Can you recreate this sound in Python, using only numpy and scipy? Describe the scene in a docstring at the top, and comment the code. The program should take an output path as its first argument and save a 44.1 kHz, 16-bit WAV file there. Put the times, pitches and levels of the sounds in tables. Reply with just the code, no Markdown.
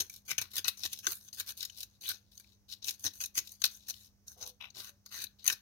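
"""Scaling a wet fish

A large knife scrapes a fish on a wooden chopping board, close up and to the left: the edge bites, presses harder,
holds and lets go, while stiff scales snap off and light wipes of the blade fill the gaps.
Uneven bursts of noise ring the scales and the blade, fizz as slime and thud in the board; a narrow rasp zips
upwards, flesh bumps, smacks and slides as soft rings and noise, and wet skin creaks once.
A small hard room answers with decaying noise, over two faint hollow tones, rumble, hiss and an appliance's hum."""
import sys
import numpy as np
from scipy import signal
from scipy.fft import rfft, irfft, next_fast_len
from scipy.io import wavfile
from scipy.ndimage import uniform_filter1d, map_coordinates

SR = 44100
rng = np.random.default_rng(int(sys.argv[2]) if len(sys.argv) > 2 else 0)


def transcribe(signal):
    """Save signal, clipped to [-1, 1], as a 16-bit WAV file at the path in sys.argv[1]."""
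    frames = np.atleast_2d(signal).T
    limited = np.clip(frames, -1, 1)
    pcm = np.round(limited * 32767).astype(np.int16)
    wavfile.write(sys.argv[1], SR, pcm)


N = 247401  # samples


def amp(db):
    """Decibels to gain."""
    return 10 ** (np.asarray(db) / 20)


def unit(x):
    """Scale to rms 1."""
    return x / np.sqrt(np.mean(x ** 2) + 1e-20)


def along(points, hz):
    """Read (Hz, value) points on a logarithmic frequency axis."""
    f, value = np.transpose(points)
    return np.interp(np.log(hz + 1), np.log(f), value)


def swell(s, db):
    """Gain per sample through points in seconds and dB, practically silent outside them."""
    return amp(np.interp(np.arange(N) / SR, s, db, left=-140, right=-140))


def wobble(rate):
    """A smooth random curve with rate knots a second."""
    knots = rng.standard_normal(1000)
    return map_coordinates(knots, [np.arange(N) * rate / SR], mode="wrap")


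def filtered(x, response):
    """Shape x with a response given as a function of frequency in Hz."""
    size = 2 * next_fast_len(N // 2 + SR // 8)
    spectrum = rfft(x, size) * response(np.fft.rfftfreq(size, 1 / SR))
    return irfft(spectrum, size)[..., :N]


def causal(points, hz):
    """Minimum-phase response of a spectrum in dB, with unit power gain, so that nothing rings early."""
    cepstrum = irfft(np.log(unit(amp(along(points, hz)))))
    half = len(cepstrum) // 2
    return np.exp(rfft(np.r_[cepstrum[0], 2 * cepstrum[1:half], np.zeros(half)]))


def catches(rate, spread_db, life, even_over):
    """Power of random catches: rate a second, uneven in size, decaying over life seconds, local mean 1."""
    sizes = amp(spread_db * rng.standard_normal(N)) ** 2
    hits = (rng.random(N) < rate / SR) * sizes
    power = signal.lfilter([1], [1, -np.exp(-1 / (life * SR))], hits)
    local_mean = np.abs(uniform_filter1d(power, int(even_over * SR) + 1))
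    return power / (local_mean + 1e-9)


# How alike the two ports hear the noise. Each row: frequency in Hz, left-right correlation (0 to 1).
PORT_LIKENESS = [(100, 0.65), (500, 0.44), (1500, 0.45), (4000, 0.31), (8000, 0.25), (15000, 0.25)]
LEFT_LEAD = 6  # samples by which the nearer left port hears it first


def burst(power):
    """Tearing noise of the given power at two microphone ports, partly alike and reaching the left first."""
    def mid_side(hz):
        turn = np.arccos(np.clip(along(PORT_LIKENESS, hz), -1, 1)) / 2
        return np.array([np.cos(turn), np.sin(turn)])

    mid, side = filtered(rng.standard_normal((2, N)), mid_side)
    left, right = np.array([mid + side, mid - side]) * np.sqrt(power)
    return np.array([left, np.pad(right, (LEFT_LEAD, 0))[:N]])


def contact(t, attack_s):
    """Gain of a blade that touches down at t = 0 and settles over attack_s seconds."""
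    return np.clip(t / attack_s, 0, 1)


# The edge pushed against the scales. Each row: start in seconds, swell in seconds, hold in seconds,
# crackle drive in dB, then relative to it rasp, wet fizz and board thud drive in dB,
# then tilt of the scales' ring and tilt of the blade's ring in dB per octave.
SCRAPE_STROKES = [ (0.0, 0.00067, 0.0089, -31, -11.5, -1.5, -18, 8.5, 3),
                  (0.278, 0.034, 0.0029, -36, -2, -1, -18.5, 5.5, 5),
                  (0.379, 0.0028, 0.0027, -29, -4, -6, -21, 2.5, 15.5),
                  (0.408, 0.0078, 0.0055, -39.5, -7, -0.5, -15, -5, -10.5),
                  (0.531, 0.051, 0.008, -40, -6.5, -1, -17.5, -13, -3.5),
                  (0.641, 0.0044, .018, -45, 0, -2.5, -16.5, -10.5, -4),
                  (0.668, .012, 0.0062, -36, -4, 3, -21.5, -0.5, -2.5),
                  (0.835, 0.0032, 0.022, -40, -8.5, -1, -17, 12.5, 0.5),
                  (0.914, 0.015, 0.0057, -44.5, -3.5, -1.5, -26, 1, 16),
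                  (1.027, 0.019, .01, -46.5, -2.5, -4, -20, 16, 6),
                  (1.066, .003, 0.061, -45, -8.5, 3, -19, -6.5, -5.5),
                  (1.369, 0.028, 0.011, -41, -8, 0.5, -23.5, -7.5, -4),
                  (1.459, 0.034, .017, -43.5, -9.5, 1.5, -21.5, -3, -2.5),
                  (1.593, 0.029, 0.02, -47.5, -6, -5, -38, 6, 7.5),
                  (1.754, 0.021, 0.061, -53, -14, 0.5, -20.5, 0, 2),
                  (2.03, 0.074, 0.0091, -41.5, -6.5, 1.5, -20, -4.5, 2.5),
                  (2.684, 0.044, 0.0072, -45.5, -19.5, -5, -46, -5.5, -4.5),
                  (2.84, 0.044, 0.011, -41.5, -8.5, 3, -22, 8, 16),
                  (3.033, 0.019, 0.019, -34.5, -16.5, -4.5, -21, -1.5, -7.5),
                  (3.207, 0.0071, 0.032, -43.5, -12.5, -2, -19.5, 6, 0.5),
                  (3.35, 0.028, 0.0076, -34, -9.5, -0.5, -23.5, 6, 3.5),
                  (3.635, 0.0043, 0.02, -37, -16, 1, -23.5, -4.5, -3.5),
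                  (3.878, 0.018, 0.0058, -39.5, -16, 0.5, -22, 6, -3.5),
                  (4.4, 0.026, 0.007, -43.5, -14, -8, -15, 5, -1.5),
                  (4.444, 0.013, 0.04, -52.5, -21, -1, -16, 2.5, -1),
                  (4.75, 0.039, .01, -45.5, -12.5, -3, -13.5, -3, -18),
                  (4.792, 0.0071, 0.095, -54, -5, 0, -20, -3, -13),
                  (5.103, 0.032, 0.11, -46, -5.5, -3, -21.5, -6.5, -12),
                  (5.443, .053, .008, -38.5, -1, -2, -18.5, -4.5, 4.5),
                  (5.511, 0.0055, 0.0077, -39, -11, -2.5, -19.5, -4, -6), ]
BITE_DB, CONTACT_S = -14.5, 0.0033  # a scrape starts this far under full pressure; time to make contact
RELEASE_DB_PER_S = 951.5  # the edge leaves the scales
TRAIL_DB, TRAIL_DB_PER_S = -18.5, 233.5  # loose scales and slime settle behind it
# The blade sliding lightly over slimy skin. Each row: start in seconds, length in seconds,
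# crackle drive in dB, wet fizz drive relative to it in dB.
WIPE_STROKES = [(0.099, 0.075, -61.5, 2.5), (0.249, 0.046, -62, 0.5), (0.503, 0.032, -58, 0),
                (0.767, 0.065, -52.5, -2), (0.894, 0.11, -57, -2.5), (1.122, 0.05, -61, 9.5),
                (1.198, 0.083, -63, 2), (1.326, 0.02, -52, 2.5), (1.566, 0.032, -52.5, 3),
                (1.64, 0.19, -63.5, -5), (1.89, 0.076, -74.5, -5), (2.005, .035, -53.5, -1),
                (2.115, 0.028, -52, -7.5), (2.2, 0.15, -81, -10), (2.311, 0.097, -67, -0.5),
                (2.421, 0.12, -71.5, -6), (2.68, .03, -61, -15), (2.817, 0.042, -53.5, -13),
                (2.895, 0.046, -56.5, -3), (2.988, 0.061, -63, 6), (3.131, 0.083, -57.5, 1.5),
                (3.341, .012, -51, -2), (3.444, 0.097, -58.5, -1), (3.593, .02, -61, 0),
                (3.696, 0.072, -58, 0.5), (3.789, 0.094, -66.5, -5.5), (3.862, .02, -59, -3),
                (3.933, .13, -62.5, -0.5), (4.265, 0.059, -57.5, -1), (4.37, .04, -63.5, -1),
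                (4.739, 0.021, -57, -13), (5.05, .05, -65.5, -7), (5.383, 0.063, -63.5, -10.5)]
WIPE_RASP_DB, WIPE_THUD_DB = -16.5, -22  # relative to the crackle: a light touch hardly drives blade or board
WIPE_ATTACK_S, WIPE_RELEASE_DB_PER_S = .008, 448.5  # the flat of the blade settles softly and lifts off


def stroke_powers():
    """Drive power of crackle, rasp, fizz and thud: scrapes swell, hold and let go; wipes touch evenly."""
    power = np.zeros((4, N + SR))
    t = np.arange(SR // 2) / SR
    strokes = []
    for start, swell_s, hold_s, db, rasp_db, fizz_db, thud_db, *_ in SCRAPE_STROKES:
        after = np.maximum(t - swell_s - hold_s, 0)
        pressure = contact(t, CONTACT_S) * amp(BITE_DB * np.maximum(1 - t / swell_s, 0))
        leaving = amp(-RELEASE_DB_PER_S * after)
        trail = amp(TRAIL_DB - TRAIL_DB_PER_S * after)
        layers_db = db + np.array([0, rasp_db, fizz_db, thud_db])
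        strokes.append((start, pressure * np.maximum(leaving, trail), layers_db))
    for start, length, db, fizz_db in WIPE_STROKES:
        lift = amp(-WIPE_RELEASE_DB_PER_S * np.maximum(t - length, 0))
        layers_db = db + np.array([0, WIPE_RASP_DB, fizz_db, WIPE_THUD_DB])
        strokes.append((start, contact(t, WIPE_ATTACK_S) * lift, layers_db))
    for start, shape, layers_db in strokes:
        first = round(start * SR)
        power[:, first:first + len(t)] += np.outer(amp(layers_db), shape) ** 2
    return power[:, :N]


def ring_tilts():
    """Each scrape meets other scales with another part of the edge, so both ring tilts glide between scrapes."""
    start, swell_s, *_, scales_db, blade_db = np.transpose(SCRAPE_STROKES)
    t = np.arange(N) / SR
    return [np.interp(t, start + swell_s, tilt) for tilt in (scales_db, blade_db)]


# The stiffest scales snapping off. Each row: time in seconds, snap drive in dB before each layer's trim,
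# then relative to it rasp drive and wet fizz drive in dB, then offset to the left in dB.
SCALE_SNAPS = [(0.0034, -19, -25, -31, -11), (0.0968, -30, -16, -14.5, -0.5),
               (0.1384, -36.5, -23, -11.5, 0), (0.161, -36.5, -39, -11, -2), (0.3098, -25, -28, -23, -9),
               (0.3801, -15, -14, -22.5, 3.5), (0.3834, -20, -18, -18.5, -14),
               (0.4133, -27.5, -34, -7.5, -3), (0.5553, -25, -26, -12, 1), (0.5656, -20.5, -23, -11, 0),
               (0.5806, -19.5, -16.5, -10.5, -3), (0.6438, -25.5, -28, -30, 14.5),
               (0.6538, -23.5, -13, -20, -7), (0.6804, -12.5, -19.5, -14.5, 0),
               (0.834, -20.5, -24.5, -25, 6.5), (0.859, -20.5, -17.5, -20, -7), (0.93, -23, -23, -12.5, -3),
               (0.9623, -52, -26, -12, -6), (0.9884, -29, -23, -15.5, -8.5), (1.0672, -10, -17, -22, 0.5),
               (1.119, -27.5, -14, -7, -10), (1.153, -40, -22, -4, -5), (1.284, -36, -26, -20, 2),
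               (1.3276, -31, -46, -29, 3.5), (1.3983, -22, -17, -12, -5), (1.606, -24, -42, -21, 2),
               (1.6273, -25.5, -12.5, -11.5, 1.5), (1.6501, -22, -38, -15.5, -1),
               (1.698, -33.5, -24, -24, 3.5), (1.8046, -27.5, -38, -11.5, -4), (1.8297, -25, -21, -15, -4),
               (2.07, -32, -20, -10, -4), (2.0891, -23.5, -17, -6.5, -6), (2.376, -35, -33, -16, 0),
               (2.3977, -41.5, -14, -7, 2.5), (2.843, -26, -32, -20, 3), (2.8823, -17, -18, -25, 2.5),
               (2.89, -18, -21, -21, 2), (2.907, -24, -22, -11, -2.5), (3.041, -22, -25, -16, 3.5),
               (3.2033, -23, -18, -20, 0), (3.211, -21, -20, -16, 3.5), (3.237, -17, -23, -19.5, 0.5),
               (3.258, -27, -28, -9.5, 1.5), (3.3784, -22.5, -12.5, -22, 3.5),
               (3.387, -15, -20.5, -18.5, 0.5), (3.473, -33.5, -25.5, -19, 8), (3.518, -39, -34.5, -6, 3),
               (3.617, -21.5, -22, -17.5, 8), (3.6396, -6, -17.5, -20.5, 1), (3.661, -16, -30, -25.5, -5),
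               (3.7456, -39.5, -39, -24.5, 10), (3.8846, -30.5, -16.5, -10, 6.5),
               (3.897, -26.5, -33, -21, 8), (4.2802, -27.5, -43, -25, -7), (4.4115, -34.5, -28, -20, 8),
               (4.474, -36.5, -18.5, -7, -5), (4.702, -39.5, -31, -25, 3), (5.0608, -33, -20, -17.5, -2),
               (5.219, -31.5, -38, -5.5, 1), (5.24, -28, -36, -8.5, 3.5), (5.4425, -36.5, -17, -7, 8),
               (5.4632, -20, -17, -10.5, 4), (5.4769, -11, -19, -9.5, 3), (5.4989, -14, -7, -20, -2.5),
               (5.527, -20.5, -22, -11.5, 0)]
SNAP_THUD_DB = -40.5  # the board's drive relative to the snap


def snap_powers(rise, life, flutter_db, flutter_life, crackle_db):
    """The same four powers per port for single scales: a sharp crack, then a flutter as the scale flies off."""
    t = np.arange(SR // 16) / SR
    crack = np.exp(-t / life)
    flutter = amp(flutter_db) ** 2 * np.exp(-t / flutter_life)
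    shape = (1 - np.exp(-t / rise)) ** 2 * (crack + flutter)
    power = np.zeros((4, 2, N + SR))
    for s, db, rasp_db, fizz_db, pan_db in SCALE_SNAPS:
        sizes = amp(db + np.array([crackle_db, rasp_db, fizz_db, SNAP_THUD_DB]))
        sides = amp(pan_db * np.array([.5, -.5]))
        first = round(s * SR)
        power[:, :, first:first + len(t)] += np.outer(sizes, sides)[:, :, None] ** 2 * shape
    return power[:, :, :N]


def ringing(x, modes, low_hz, high_hz, shift_db, tilt_db):
    """Resonances trading power as the contact point moves; tilt_db per octave favours the upper ones."""
    t = np.arange(SR // 50) / SR
    rings = []
    for k, (hz, width, db) in enumerate(modes):
        decay = np.sqrt(width) * np.exp(-np.pi * width * t)
        rings.append(amp(db) * decay * np.cos(2 * np.pi * hz * t) * (-1) ** k)  # neighbours alternate in sign
    band = signal.butter(4, [low_hz, high_hz], "band", fs=SR, output="sos")
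    rings = signal.sosfilt(band, np.array(rings))
    shares = np.array([amp(shift_db * wobble(18) + tilt_db * np.log2(hz / low_hz)) for hz, _, _ in modes])
    shares /= np.sqrt(np.sum(shares * (rings @ rings.T @ shares), axis=0))  # total power gain stays the same
    return sum(share * signal.oaconvolve(x, ring[None], axes=1)[:, :N] for share, ring in zip(shares, rings))


# Broad resonances of the blade pressed into the fish.
# Each row: frequency in Hz, width in Hz, level in dB before band limiting and power sharing.
BLADE_MODES = [(1350, 990, -3.5), (1644, 277, 0.5), (1869, 190, -6.5), (2324, 230, -3), (2578, 300, 0),
               (3230, 560, -3)]
# Broad resonances of the scales, with the same columns: frequency in Hz, width in Hz, level in dB.
SCALE_MODES = [(3590, 870, -7.5), (4086, 1530, 2), (4774, 1500, 1), (5200, 1440, -1.5), (6223, 440, -1.5),
               (6650, 570, -8)]
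# Spectrum of the fizzing slime. Each row: frequency in Hz, relative level in dB per Hz.
FIZZ_COLOUR = [(4000, -41.5), (6800, -8.5), (7700, -10), (8800, -3.5), (10200, -2.5), (11400, 0.5),
               (12250, 1), (13000, -0.5), (14500, -1), (15700, -6.5)]
# Spectrum of the thudding board. Each row: frequency in Hz, relative level in dB per Hz.
BOARD_COLOUR = [(40, -29), (90, 6.5), (200, -9.5), (290, -4), (390, -1), (600, -6.5), (800, -3.5),
                (1050, -5.5), (1600, -23.5), (4000, -61)]


def scraping():
    """Catches under the edge and snapping scales jointly excite scales, blade, slime and board."""
    drag = stroke_powers()
    snap = snap_powers(rise=0.00059, life=0.0013, flutter_db=-20.5, flutter_life=0.0063, crackle_db=-8)
    scales_tilt, blade_tilt = ring_tilts()
    grain = catches(rate=450, spread_db=5.5, life=0.00048, even_over=0.036) + amp(-3.0) ** 2
    spit = catches(rate=2800, spread_db=7.5, life=.0004, even_over=0.019)  # slime breaks up finer than scales
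    wet_pops = catches(rate=70, spread_db=5.5, life=0.00011, even_over=0.51)  # stand out of the rasp
    flicks = catches(rate=63, spread_db=2.5, life=0.0016, even_over=.2)  # small scales flicking off
    pops = wet_pops * amp(-8.0) ** 2 + flicks * amp(-15) ** 2

    crackle = burst(drag[0] * (grain + pops) * amp(-3.5) ** 2 + snap[0])
    rasp = burst(drag[1] * (grain + pops) * amp(-4.0) ** 2 + snap[1] * amp(-0.5) ** 2)
    fizz = burst(drag[2] * (grain + spit + pops) * amp(-4.5) ** 2 + snap[2] * amp(6.5) ** 2)
    thud = burst(drag[3] * grain * amp(-1.5) ** 2 + snap[3])

    scales = ringing(crackle, SCALE_MODES, low_hz=2700, high_hz=7380, shift_db=2.5, tilt_db=scales_tilt)
    blade = ringing(rasp, BLADE_MODES, low_hz=990, high_hz=3330, shift_db=4.0, tilt_db=blade_tilt)
    slime = filtered(fizz, lambda hz: causal(FIZZ_COLOUR, hz))
    board = filtered(thud, lambda hz: causal(BOARD_COLOUR, hz))
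    return scales + blade + slime + board


# The edge zipping along a row of scales. Each row: time in seconds, centre pitch in Hz, level in dB.
ZIP_PATH = [(2.03, 2790, -58), (2.046, 3047, -49), (2.058, 3300, -44.5), (2.076, 3800, -41.5),
            (2.103, 4210, -37.5), (2.124, 4490, -68), (2.17, 4430, -64)]


def zipping(width_hz):
    """Low-passed noise rides on a gliding tone: a narrow rasp that climbs as the edge gathers speed."""
    s, hz, db = np.transpose(ZIP_PATH)
    phase = 2 * np.pi * np.cumsum(np.interp(np.arange(N) / SR, s, hz)) / SR
    teeth = burst(catches(rate=350, spread_db=2, life=0.00094, even_over=0.04))
    narrow = unit(filtered(teeth, lambda f: 1 / (1 + 1j * f / width_hz) ** 3))
    return swell(s, db) * narrow * np.cos(phase)


def blips(table, rise, life, wander):
    """Damped rings of something soft, whose pitch wanders as it gives way."""
    out = np.zeros(N + SR)
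    t = np.arange(SR // 6) / SR
    for s, hz, db in table:
        phase = 2 * np.pi * np.cumsum(hz * (1 + wander * wobble(120)[:len(t)])) / SR
        envelope = (1 - np.exp(-t / rise)) * np.exp(-t / life)
        first = round(s * SR)
        out[first:first + len(t)] += amp(db) * np.sin(phase) * envelope
    return out[:N]


# The fish bumping on the board under harder strokes.
# Each row: start in seconds, mean pitch in Hz, level in dB before the envelope.
FISH_BUMPS = [(0.002, 374, -48.5), (0.313, 129, -51), (0.386, 115, -48), (0.389, 376, -65),
              (1.07, 391, -47), (3.048, 313.4, -48.5), (3.056, 407, -67), (3.385, 396, -58)]
# Small smacks as slime lets go. Each row: start in seconds, mean pitch in Hz, level in dB before the envelope.
SLIME_SMACKS = [(1.698, 3000, -36.5), (2.445, 2520, -52.5), (3.939, 3290, -42), (5.269, 3930, -34.5)]
# The fish sliding a little on the wet board. 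Each row: time in seconds, drive level in dB.
SLIDE_PATH = [(4.34, -100), (4.37, -66), (4.4, -70), (4.42, -57.5), (4.46, -59.5), (4.5, -80), (4.54, -83)]
# Spectrum of that slide. Each row: frequency in Hz, relative level in dB per Hz.
SLIDE_SPECTRUM = [(200, -31), (330, -20), (430, 2), (600, -1), (780, 0), (1020, -6.5), (1400, -12),
                  (3000, -58.5)]


def flesh():
    """The body bumps and its slime smacks as damped rings; gripping noise slides it along the board."""
    bumps = blips(FISH_BUMPS, rise=0.0037, life=0.019, wander=.12)
    smacks = blips(SLIME_SMACKS, rise=0.00037, life=0.0013, wander=0.056)
    grip = catches(rate=890, spread_db=2.5, life=0.00039, even_over=.03)
    drag = burst(grip * swell(*np.transpose(SLIDE_PATH)) ** 2)
    slide = filtered(drag, lambda hz: causal(SLIDE_SPECTRUM, hz))
    return bumps + smacks + slide


# The wet rub. Each row: time in seconds, drive level in dB.
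CREAK_PATH = [(4.596, -110), (4.604, -56), (4.609, -50), (4.653, -51.5), (4.7, -71.5)]
# Spectrum of the creak. Each row: frequency in Hz, relative level in dB per Hz.
CREAK_SPECTRUM = [(200, -43.5), (550, -16.5), (900, -8), (1350, -10.5), (1750, -17), (2650, 3.5),
                  (3200, -7.5), (3850, -3.5), (4300, -20), (5950, -16.5), (7600, -40), (11000, -30),
                  (12600, -16), (15000, -41)]


def creak():
    """Wet skin sticks and slips in a quick uneven run."""
    slips = catches(rate=700, spread_db=8.5, life=.0005, even_over=0.024) + amp(-6) ** 2
    rub = burst(slips * swell(*np.transpose(CREAK_PATH)) ** 2)
    return filtered(rub, lambda hz: causal(CREAK_SPECTRUM, hz))


# How fast the room's tail dies. Each row: frequency in Hz, time to fall by 60 dB in seconds.
ROOM_DECAY = [(200, 0.17), (1400, 0.26), (4500, 0.21), (9000, 0.096), (15000, 0.19)]


def room(x, early_db, early_life, tail_db):
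    """Board and floor tiles answer first; the walls add a short tail, its decay depending on frequency."""
    hz, s, z = signal.stft(rng.standard_normal((2, SR // 2)), SR, nperseg=256)
    fading = z * amp(-60 * s / along(ROOM_DECAY, hz)[:, None])
    tail = signal.istft(fading, SR, nperseg=256)[1]
    t = np.arange(tail.shape[1]) / SR
    early = rng.standard_normal(tail.shape) * np.exp(-t / early_life) * (t > .002)
    tail = tail * (t > .008)
    answer = amp(early_db) * early / np.linalg.norm(early[0]) + amp(tail_db) * tail / np.linalg.norm(tail[0])
    return signal.fftconvolve(x, answer, axes=1)[:, :N]


# Balance of the work between the ports. Each row: frequency in Hz, left over right in dB.
LEFT_BALANCE = [(100, 0.5), (700, -1), (1300, 3.5), (2400, 8), (4100, 11.5), (6100, 8), (7300, -1),
                (10000, 1), (12000, 2), (15000, -0.5)]


def placed_left(x):
    """Tilt the balance by frequency: the upper mids lean strongly to the left."""
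    return filtered(x, lambda hz: amp(np.outer([.5, -.5], along(LEFT_BALANCE, hz))))


# Faint hollow tones. Each row: start in seconds, end in seconds, mean pitch in Hz, rms level in dB.
HOLLOW_TONES = [(4.358, 4.572, 500, -71.5), (4.874, 4.975, 574, -82)]


def hoots():
    """Two faint sine tones that swell and fade while their pitch wavers slightly."""
    t = np.arange(N) / SR
    out = np.zeros(N)
    for start, end, hz, db in HOLLOW_TONES:
        arch = np.sin(np.pi * np.clip((t - start) / (end - start), 0, 1))
        phase = 2 * np.pi * np.cumsum(hz * (1 + 0.0219 * wobble(70))) / SR
        out += amp(db) * 2 * arch * np.sin(phase)
    return out


# Hum of an appliance. Each row: frequency in Hz, rms level in dB around which it drifts.
HUM_TONES = [(100.5, -78), (200.8, -77)]
# Spectrum of the low rumble. Each row: frequency in Hz, relative level in dB per Hz.
RUMBLE_COLOUR = [(20, -28.5), (35, -17), (55, 0), (75, 1.5), (110, -3.5), (150, -12), (230, -14.5),
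                 (400, -20.5), (800, -26.5), (2000, -41.5)]
# Spectrum of the soft hiss. Each row: frequency in Hz, relative level in dB per Hz.
HISS_COLOUR = [(300, -20), (900, -6), (1700, -4), (3000, -8.5), (4300, -5), (6100, 4), (7500, -13.5),
               (10000, -11.5), (15000, -6)]


def background():
    """Rumble and hiss of the house as shaped noise, and an appliance's hum as gently drifting sines."""
    t = np.arange(N) / SR
    hum = np.zeros(N)
    for hz, db in HUM_TONES:
        level = amp(db + 0.93 * wobble(1.8)) * np.sqrt(2)
        hum += level * np.sin(2 * np.pi * hz * t + .15 * wobble(5.6))
    rumble = amp(-70.5) * unit(filtered(burst(1), lambda hz: amp(along(RUMBLE_COLOUR, hz))))
    hiss = amp(-77.5 + wobble(16)) * unit(filtered(burst(1), lambda hz: amp(along(HISS_COLOUR, hz))))
    return hum + rumble + hiss


def scene():
    """The work on the board in its room, leaning left, over the hollow tones and the background."""
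    work = scraping() + zipping(width_hz=700) + flesh() + creak()
    work = work + room(work, early_db=-7.0, early_life=0.0023, tail_db=-17.5)
    return placed_left(work) + hoots() + background()


TOP_HZ = 15850  # upper band limit


def record(dry):
    """The recorder cuts steeply above its band limit."""
    return filtered(dry, lambda hz: 1 / np.sqrt(1 + (hz / TOP_HZ) ** 240))


dry = scene()
out = record(dry)
transcribe(out)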